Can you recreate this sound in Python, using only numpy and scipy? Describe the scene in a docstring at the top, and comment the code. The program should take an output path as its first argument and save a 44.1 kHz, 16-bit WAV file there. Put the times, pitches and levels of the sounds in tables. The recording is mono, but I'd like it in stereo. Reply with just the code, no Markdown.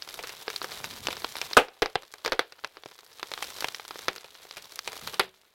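"""Sodium fizzing and popping on a pond

Chunks of sodium skate on an outdoor pond, fizzing and burning, some metres from a hand-held camera.
Hydrogen bubbles ignite as crackles and sharp pops: minimum-phase shocks trailed by noise for spray and banks.
A large pocket goes off as a quick volley of shocks that overloads the microphone.
Hiss, boiling and flame are coloured noise on one vigour curve, which drops after the bang and builds again."""
import sys
import numpy as np
from scipy import signal
from scipy.fft import rfft, irfft, next_fast_len
from scipy.io import wavfile
from scipy.ndimage import uniform_filter1d

SR = 44100
rng = np.random.default_rng(int(sys.argv[2]) if len(sys.argv) > 2 else 0)


def unload_audio(sound):
    """Save the sound as a 16-bit wav file, at the path given as the first command line argument."""
    columns = np.transpose(np.atleast_2d(sound))
    # keep every value between -1 and 1, then stretch to whole-number steps
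    steps = np.round(np.clip(columns, -1, 1) * 32767)
    wavfile.write(sys.argv[1], SR, steps.astype(np.int16))


N = 244309
LEAD = 96  # samples kept ahead of each shock


def gain_of(db):
    """Decibels to amplitude."""
    return 10 ** (np.asarray(db) / 20)


def evened(x):
    """Scales to rms 1."""
    return x / np.sqrt(np.mean(x ** 2) + 1e-20)


def read(points, hz):
    """Interpolates a spectrum on a log-frequency axis."""
    f, value = np.transpose(points)
    return np.interp(np.log(hz + 1), np.log(f + 1), value)


def add(mix, start_s, sound):
    """Adds a stereo sound in place at start_s."""
    start = max(round(start_s * SR), 0)
    part = mix[:, start:][:, :sound.shape[1]]
    part += sound[:, :part.shape[1]]


def causal(gain):
    """The minimum-phase spectrum with this gain: sharp front, ringing after."""
    log_gain = np.log(np.maximum(gain, gain.max() * 1e-5))
    circle = np.concatenate([log_gain, log_gain[-2:0:-1]])
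    return np.exp(np.conj(signal.hilbert(circle)))[:len(gain)]


def port_noise(size, colour):
    """Coloured noise at two microphone ports: alike in the low middle, unrelated in the treble."""
    # likeness of the ports: freq_hz, likeness (0-1)
    likeness = [(40, 0.1), (130, 0.7), (300, 0.75), (640, 0.99), (1400, 0.72), (3000, 0.11), (16000, 0.02)]
    hz = np.fft.rfftfreq(size, 1 / SR)
    a, b = rfft(rng.standard_normal((2, size)))
    same = np.clip(read(likeness, hz), 0, 1)
    mid = np.sqrt((1 + same) / 2) * a
    side = np.sqrt((1 - same) / 2) * b
    return irfft(np.array([mid + side, mid - side]) * gain_of(read(colour, hz)), size)


def shock(pitch_hz, edge_db, spray_db, size=8192, spray_s=0.0092, bank_s=0.028, bank_db=-10,
          field_s=0.037, field_db=-29, echo_s=0.0029, echo_db=-10, case_s=0.0013, case_db=-2.5,
          lag_s=0.00017, mono_hz=1750):
    """One hydrogen pop, LEAD samples in: pressure jump and undershoot, close echo, spray, banks."""
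    # colour of a shock at the microphone: freq_hz, level_db
    shock_colour = [(20, 7.5), (60, -11.5), (130, -1), (220, -5.5), (450, 5), (640, -1.5), (800, 1.5),
                    (1300, 1), (2000, -1.5), (2600, 1.5), (3500, 6.5), (5000, 1.5), (7000, -11.5),
                    (13000, -13), (16000, -18.5)]
    # colour of spray and scatter relative to the shock: freq_hz, level_db
    spray_colour = [(30, 18.5), (200, -2), (500, 2.5), (1200, -5.5), (2500, -0.5), (5000, -11),
                    (8000, -5.5), (16000, -1)]
    # colour of the answer from the banks: freq_hz, level_db
    bank_colour = [(40, -1), (150, -12.5), (420, 0.5), (750, -1.5), (1200, -8), (2500, -2.5), (5000, -11),
                   (16000, -2.5)]
    t, hz = np.arange(size) / SR, np.fft.rfftfreq(size, 1 / SR)

    def dying(decay_s, delay_s):
        """Envelope of unit energy that swells, then dies."""
        shape = np.exp(-t / decay_s) * (1 - np.exp(-(t / delay_s) ** 2))
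        return shape / np.linalg.norm(shape)

    u = np.hypot(hz, 12) / pitch_hz
    treble_db = edge_db * np.clip((hz - 5000) / 2500, 0, 1)
    gain = u / (1 + u ** 2) * gain_of(read(shock_colour, hz) + treble_db)
    # no two bubbles have the same shape, so each stresses other pitches
    gain = gain * gain_of(2 * np.sin(4 * np.log2(hz + 200) + 2 * np.pi * rng.random()))
    pulse = causal(evened(gain))

    # spray follows at once, in spurts about a millisecond long
    spurt_db = 3 * evened(uniform_filter1d(rng.standard_normal(size), size=50))
    spurts = evened(gain_of(spurt_db))
    spray = port_noise(size, spray_colour) * dying(spray_s, 0.0017) * spurts * gain_of(spray_db)

    # grassy banks and the far field answer later
    banks = gain_of(spray_db + bank_db) * dying(bank_s, 0.013)
    field = gain_of(field_db) * dying(field_s, 0.021)
    scatter = rfft(spray + port_noise(size, bank_colour) * np.hypot(banks, field))

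    # short waves bend round the camera case differently for each port, and reach the right one first
    apart = hz ** 4 / (hz ** 4 + mono_hz ** 4)
    case = rfft(rng.standard_normal((2, size)) * dying(case_s, 0.000067))
    case = case * gain_of(case_db) * hz / np.hypot(hz, 1000)
    direct = np.exp(-2j * np.pi * hz * apart * np.array([[lag_s], [0]])) + case

    echo = gain_of(echo_db) * np.exp(-2j * np.pi * hz * echo_s * rng.uniform(0.8, 1.2))
    heard = irfft(pulse * (direct * (1 + echo) + scatter), size)
    fade_out = np.minimum(1, (t[-1] - t) * 50)
    return np.roll(heard, LEAD, axis=1) * fade_out


def ringing(x, modes, level_db):
    """What damped modes give back when x strikes them."""
    size = next_fast_len(N + SR // 2)
    hz = np.fft.rfftfreq(size, 1 / SR) + 1e-6
    response = sum(gain_of(db) / (1 + 1j * (hz / f - f / hz) * f / width_hz) for f, width_hz, db in modes)
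    return gain_of(level_db) * irfft(rfft(x, size) * response, size)[:, :N]


def crackle(strength, per_s, level_db, spread_db, low_hz, high_hz, edge_db, count=14):
    """Small bubbles ignite at random; a calmer reaction gives fewer of them as well as smaller ones."""
    out, vigour = np.zeros((2, N)), evened(strength) ** 0.75
    for pitch_hz in np.geomspace(low_hz, high_hz, count):
        fires = rng.random(N) < vigour * per_s / count / SR
        sizes = gain_of(level_db + spread_db * np.minimum(rng.exponential(1, N), 2.6))
        tick = shock(pitch_hz, edge_db + rng.uniform(-6, 6), -11, size=3072)
        tick = tick * gain_of(rng.normal(0, 2, (2, 1)))  # each pitch sits off centre
        hits = fires * sizes * strength / np.sqrt(vigour)
        out += signal.oaconvolve(hits[None], tick, axes=1)[:, :N]
    return out


def seethe(strength, colour, level_db, flicker_db, flicker_hz):
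    """A rush of gas, as coloured noise whose level flickers as the metal skips on the water."""
    slow = rfft(rng.standard_normal(N)) / (1 + (np.fft.rfftfreq(N, 1 / SR) / flicker_hz) ** 2)
    flicker = gain_of(flicker_db * evened(irfft(slow, N)))
    rush = port_noise(next_fast_len(N), colour)[:, :N] * flicker
    return gain_of(level_db) * strength * evened(rush)


def pops():
    """Bubbles that stand out of the crackle: one shock each, with its own level and pitch."""
    # pops: start_s, relative level_db, pitch_hz, treble edge_db, spray_db after the shock
    rows = [(0.0224, -7, 6750, -16, -6), (0.0893, -8.5, 5000, -4, -8), (0.1418, -8.5, 1900, 14, -10),
            (0.1912, -8.5, 1080, 3, 4.5), (0.2367, -10.5, 1900, 5, 8.5), (0.2721, -10, 3400, 8, 4),
            (0.2938, -9, 1760, 6, 2.5), (0.4805, 1, 910, -21, -12), (0.5022, -5.5, 2030, 7.5, 0),
            (0.5618, -1, 7140, -4.5, -18), (0.6169, -2, 1120, -39, -10), (0.6441, -2.5, 1010, 6, -4.5),
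            (0.7187, -6.5, 2200, -7, -3), (0.8429, -3.5, 1670, 6.5, -10), (0.8495, -10, 1400, 12, -15),
            (1.0706, 6.5, 3140, -4, -14), (1.0854, 1.5, 550, -21, -8), (1.105, -7, 2490, 1, 6),
            (1.1287, -4.5, 1300, 7, -1), (1.1685, -9, 1190, 7, -2.5), (1.2207, -11.5, 1050, -15, -11),
            (1.2455, 2.5, 800, 0, -8), (1.355, -5, 1510, -20, -20), (1.3676, -7, 1300, 13, -7),
            (1.4154, 2, 2410, 3.5, -4), (1.513, -11, 610, 11, -10), (1.5328, -0.5, 7000, -7, -5),
            (1.6846, -15.5, 940, -10, -1.5), (1.8211, 8, 813, 2.5, 4), (1.8596, 1.5, 950, -4, -8),
            (1.9558, 8.5, 850, -12, -7), (2.0226, -17.5, 1700, 10, -18), (2.0327, -20.5, 770, -21, 3),
            (2.1394, -10.5, 1100, 10.5, -8), (2.1838, -22, 1800, 8, -19), (2.2489, 0.5, 1240, 1, 0),
            (2.2609, 2.5, 1200, 5.5, -0.5), (2.2718, -13, 820, -17, -5), (2.2784, 0.5, 950, 0, -3),
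            (2.3214, 6, 835, 0, 1.5), (2.3323, -3, 770, 2, -21), (2.3932, 10, 1020, -1, -2.5),
            (2.5231, -14, 2070, -1, -4), (2.5914, -21.5, 1250, -5, -14), (2.6389, -14.5, 600, -12, 1),
            (2.6463, -1.5, 1470, -1.5, -6), (2.7702, -15, 1000, -15, -2), (2.8361, -14, 1300, -10, -29),
            (2.8596, -10.5, 362, 5, -11.5), (2.9897, -17.5, 1900, 7, -17), (3.196, -13.5, 1800, 7, 2),
            (3.2298, -2, 1140, 1, -7.5), (3.317, -3.5, 920, 5, -8), (3.3376, -3.5, 2220, 3, -10),
            (3.3771, -7.5, 1510, 0, -19), (3.4255, 1.5, 1950, 7, -3.5), (3.6071, -4, 2280, 12, -6),
            (3.6241, -4.5, 700, -24, -15), (3.6444, 4.5, 1190, 2.5, -7.5), (3.6853, -1.5, 1740, 7, -23),
            (3.7466, -3, 4670, -9, -17), (3.7977, -9.5, 1140, 0, -26), (3.8511, -12.5, 1720, 5, -12),
            (3.8804, -11.5, 2720, 10.5, -15), (3.9088, -6, 1190, -1, -6), (3.9579, -11, 600, -6, -25),
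            (3.9913, -9.5, 1210, 11.5, -24), (4.0831, 8, 1180, -2, -4), (4.1619, -11, 1610, 12, -1),
            (4.181, -12, 2620, -18, -16), (4.2444, -18, 1090, 9, 4.5), (4.352, -17.5, 1600, -3, 0),
            (4.4527, -19, 604, 8, -18), (4.5106, -8.5, 3900, -6, -27), (4.5698, -10, 2080, 6, 7),
            (4.7584, -12, 7000, 10.5, -21), (4.7911, 0, 4200, -3, -20), (4.8765, -1.5, 1200, 9.5, -2),
            (4.931, -11.5, 930, 17, -3), (4.9667, -12, 1000, 11, -26), (5.0747, -3, 1620, 9.5, 2.5),
            (5.1347, -15.5, 1000, 9, 10.5), (5.1428, -7, 2520, 7, -1), (5.1957, 10, 1150, 13, -6),
            (5.1984, 10, 1470, -36, 2)]
    # faint low ring that hangs on: freq_hz, width_hz, relative level_db
    ring = [(188.4, 6, -3), (376.8, 6.5, -17)]
    ring_from_s = 4  # earlier pops leave no ring
    # left-right dB per octave above the centred pitch: higher pops favour the right port
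    pan_db_per_octave, centre_hz = -0.17, 680
    out = np.zeros((2, N))
    for start_s, db, pitch_hz, edge_db, spray_db in rows:
        pan_db = pan_db_per_octave * np.log2(pitch_hz / centre_hz)
        sides = gain_of(np.array([[pan_db], [-pan_db]]) / 2)
        pop = shock(pitch_hz, edge_db, spray_db)
        add(out, start_s - LEAD / SR, gain_of(db - 2.6) * sides * pop)
    strikes = out * (np.arange(N) > ring_from_s * SR)
    return out + ringing(strikes, ring, level_db=11)


def bang():
    """A large pocket goes off in several shocks, with long spray and field tails and a short resonant colour."""
    # volley of shocks: start_s, relative level_db, pitch_hz
    volley = [(1.5688, 15, 990), (1.5717, 21, 1160), (1.5735, 8, 692), (1.5784, 13, 700), (1.59, -9, 860)]
    # modes that colour the bang: freq_hz, width_hz, relative level_db
    bang_modes = [(265, 90, 2), (520, 80, -3), (780, 150, 1), (1240, 120, 3), (1490, 110, -1),
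                  (2640, 160, -4)]
    out = np.zeros((2, N))
    for start_s, db, pitch_hz in volley:
        blast = shock(pitch_hz, edge_db=6.0, spray_db=-4.0, size=16384, spray_s=0.019,
                      bank_s=0.022, bank_db=-9, field_s=0.066, field_db=-27.5)
        add(out, start_s - LEAD / SR, gain_of(db - 5) * blast)
    return out + ringing(out, bang_modes, level_db=3.5)


def stray_pops(hiss):
    """Now and then a middling bubble ignites between the loud pops."""
    snaps = crackle(hiss, per_s=26, level_db=23, spread_db=3.5, low_hz=800, high_hz=4500, edge_db=6, count=8)
    return snaps * gain_of([[-2.2], [1.8]])


def fizz_gains():
    """Amplitude curves of hiss, boiling and flame, driven by the vigour of the reaction, plus low swells."""
    # vigour of the reaction: time_s, relative hiss level_db
    vigour = [(0, -50.5), (0.3, -48), (0.9, -44), (1.539, -46.5), (1.679, -61.5), (2.201, -59),
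              (2.499, -61), (2.701, -61), (3.17, -56), (3.38, -48), (3.619, -44.5), (3.83, -53),
              (4.04, -48), (4.28, -59.5), (4.381, -53.5), (4.62, -54), (5.04, -46), (5.15, -47.5),
              (5.29, -62.5), (5.53, -64.5)]
    # low swells: flares of the flame, and the low tail of the last pops:
    # peak_s, half_width_s (to 1/e), relative level_db
    low_swells = [(0.21, 0.064, -60), (0.97, 0.33, -53), (3.61, 0.046, -66), (5.05, 0.059, -51.5),
                  (5.241, 0.088, -66)]
    full_db = -45  # hiss level at which boil_db and flame_db hold
    boil_db, boil_slope = -48, 0.88  # slope: dB per dB of hiss
    flame_db, flame_slope, ember_db = -63, 1.3, -81  # embers: floor of the flame
    spit_db, spit_max_hz = 1.5, 16  # the chunks skip, so the fizz comes in spits
    t = np.arange(N) / SR
    slow = rfft(rng.standard_normal(N)) * (np.fft.rfftfreq(N, 1 / SR) < spit_max_hz)
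    spits = evened(irfft(slow, N))
    hiss_db = np.interp(t, *np.transpose(vigour)) + spit_db * spits
    above_full_db = hiss_db - full_db
    boil = gain_of(boil_db + boil_slope * above_full_db)
    burning = np.hypot(gain_of(flame_db + flame_slope * above_full_db), gain_of(ember_db))
    swelling = sum(gain_of(db) * np.exp(-((t - peak_s) / width_s) ** 2) for peak_s, width_s, db in low_swells)
    return gain_of(hiss_db), boil, np.hypot(burning, swelling)


def escaping_gas(hiss):
    """Hydrogen and steam hiss from the metal, dotted with bright sparks."""
    # hiss spectrum: freq_hz, relative density_db (per Hz)
    hiss_colour = [(500, -26.5), (2000, -20.5), (3200, 3), (4000, 4), (5300, -5), (6500, -4.5),
                   (9000, -8.5), (12500, -5.5), (16000, -9.5)]
    sparks = crackle(hiss, per_s=260, level_db=12.5, spread_db=5.0, low_hz=1800, high_hz=8000, edge_db=4)
    rush = seethe(hiss, hiss_colour, level_db=-4.2, flicker_db=1.9, flicker_hz=120)
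    return (rush + sparks) * gain_of([[-1.7], [1.3]])


def boiling_water(boil):
    """Water boils round the chunks, with duller snaps."""
    # boiling spectrum: freq_hz, relative density_db (per Hz)
    boil_colour = [(80, -5), (220, -15), (400, 3.5), (600, 1), (1300, -1.5), (2200, 0), (3200, -3.5),
                   (6000, -20)]
    snaps = crackle(boil, per_s=150, level_db=13.5, spread_db=4.3, low_hz=650, high_hz=2200, edge_db=-2)
    return seethe(boil, boil_colour, level_db=-4, flicker_db=2, flicker_hz=120) + snaps


def burning_flame(flame):
    """The flame rumbles as low, slowly flickering noise."""
    # flame spectrum: freq_hz, relative density_db (per Hz)
    flame_colour = [(15, -11), (40, 0.5), (100, 7.5), (160, 5), (260, 3.5), (600, -35.5)]
    return seethe(flame, flame_colour, level_db=-1, flicker_db=2, flicker_hz=12)


def scene():
    """Pops and bang over hiss, boiling and flame."""
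    hiss, boil, flame = fizz_gains()
    blasts = pops() + bang() + stray_pops(hiss)
    return blasts + escaping_gas(hiss) + boiling_water(boil) + burning_flame(flame)


def record(dry):
    """The ports differ in colour, the microphone overloads softly on the loudest shocks, then a band limit."""
    # colour difference of the ports: freq_hz, left-right level_db
    tilt = [(200, 0.5), (1000, -1.5), (2000, 5), (4000, -3), (8000, -7.5), (14000, -6.5)]
    overload, edge_hz = 0.68, 16300  # overload: amplitude ceiling
    size = next_fast_len(N + SR // 2)
    tilt_db = read(tilt, np.fft.rfftfreq(size, 1 / SR))
    port_gains = gain_of(np.array([tilt_db, -tilt_db]) / 2)
    heard = irfft(rfft(dry, size) * port_gains, size)[:, :N]
    clipped = heard / (1 + (heard / overload) ** 6) ** (1 / 6)
    low_pass = signal.firwin(255, edge_hz, window=("kaiser", 9), fs=SR)
    return signal.oaconvolve(clipped, low_pass[None], "same")


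dry = scene()
out = record(dry)
unload_audio(out)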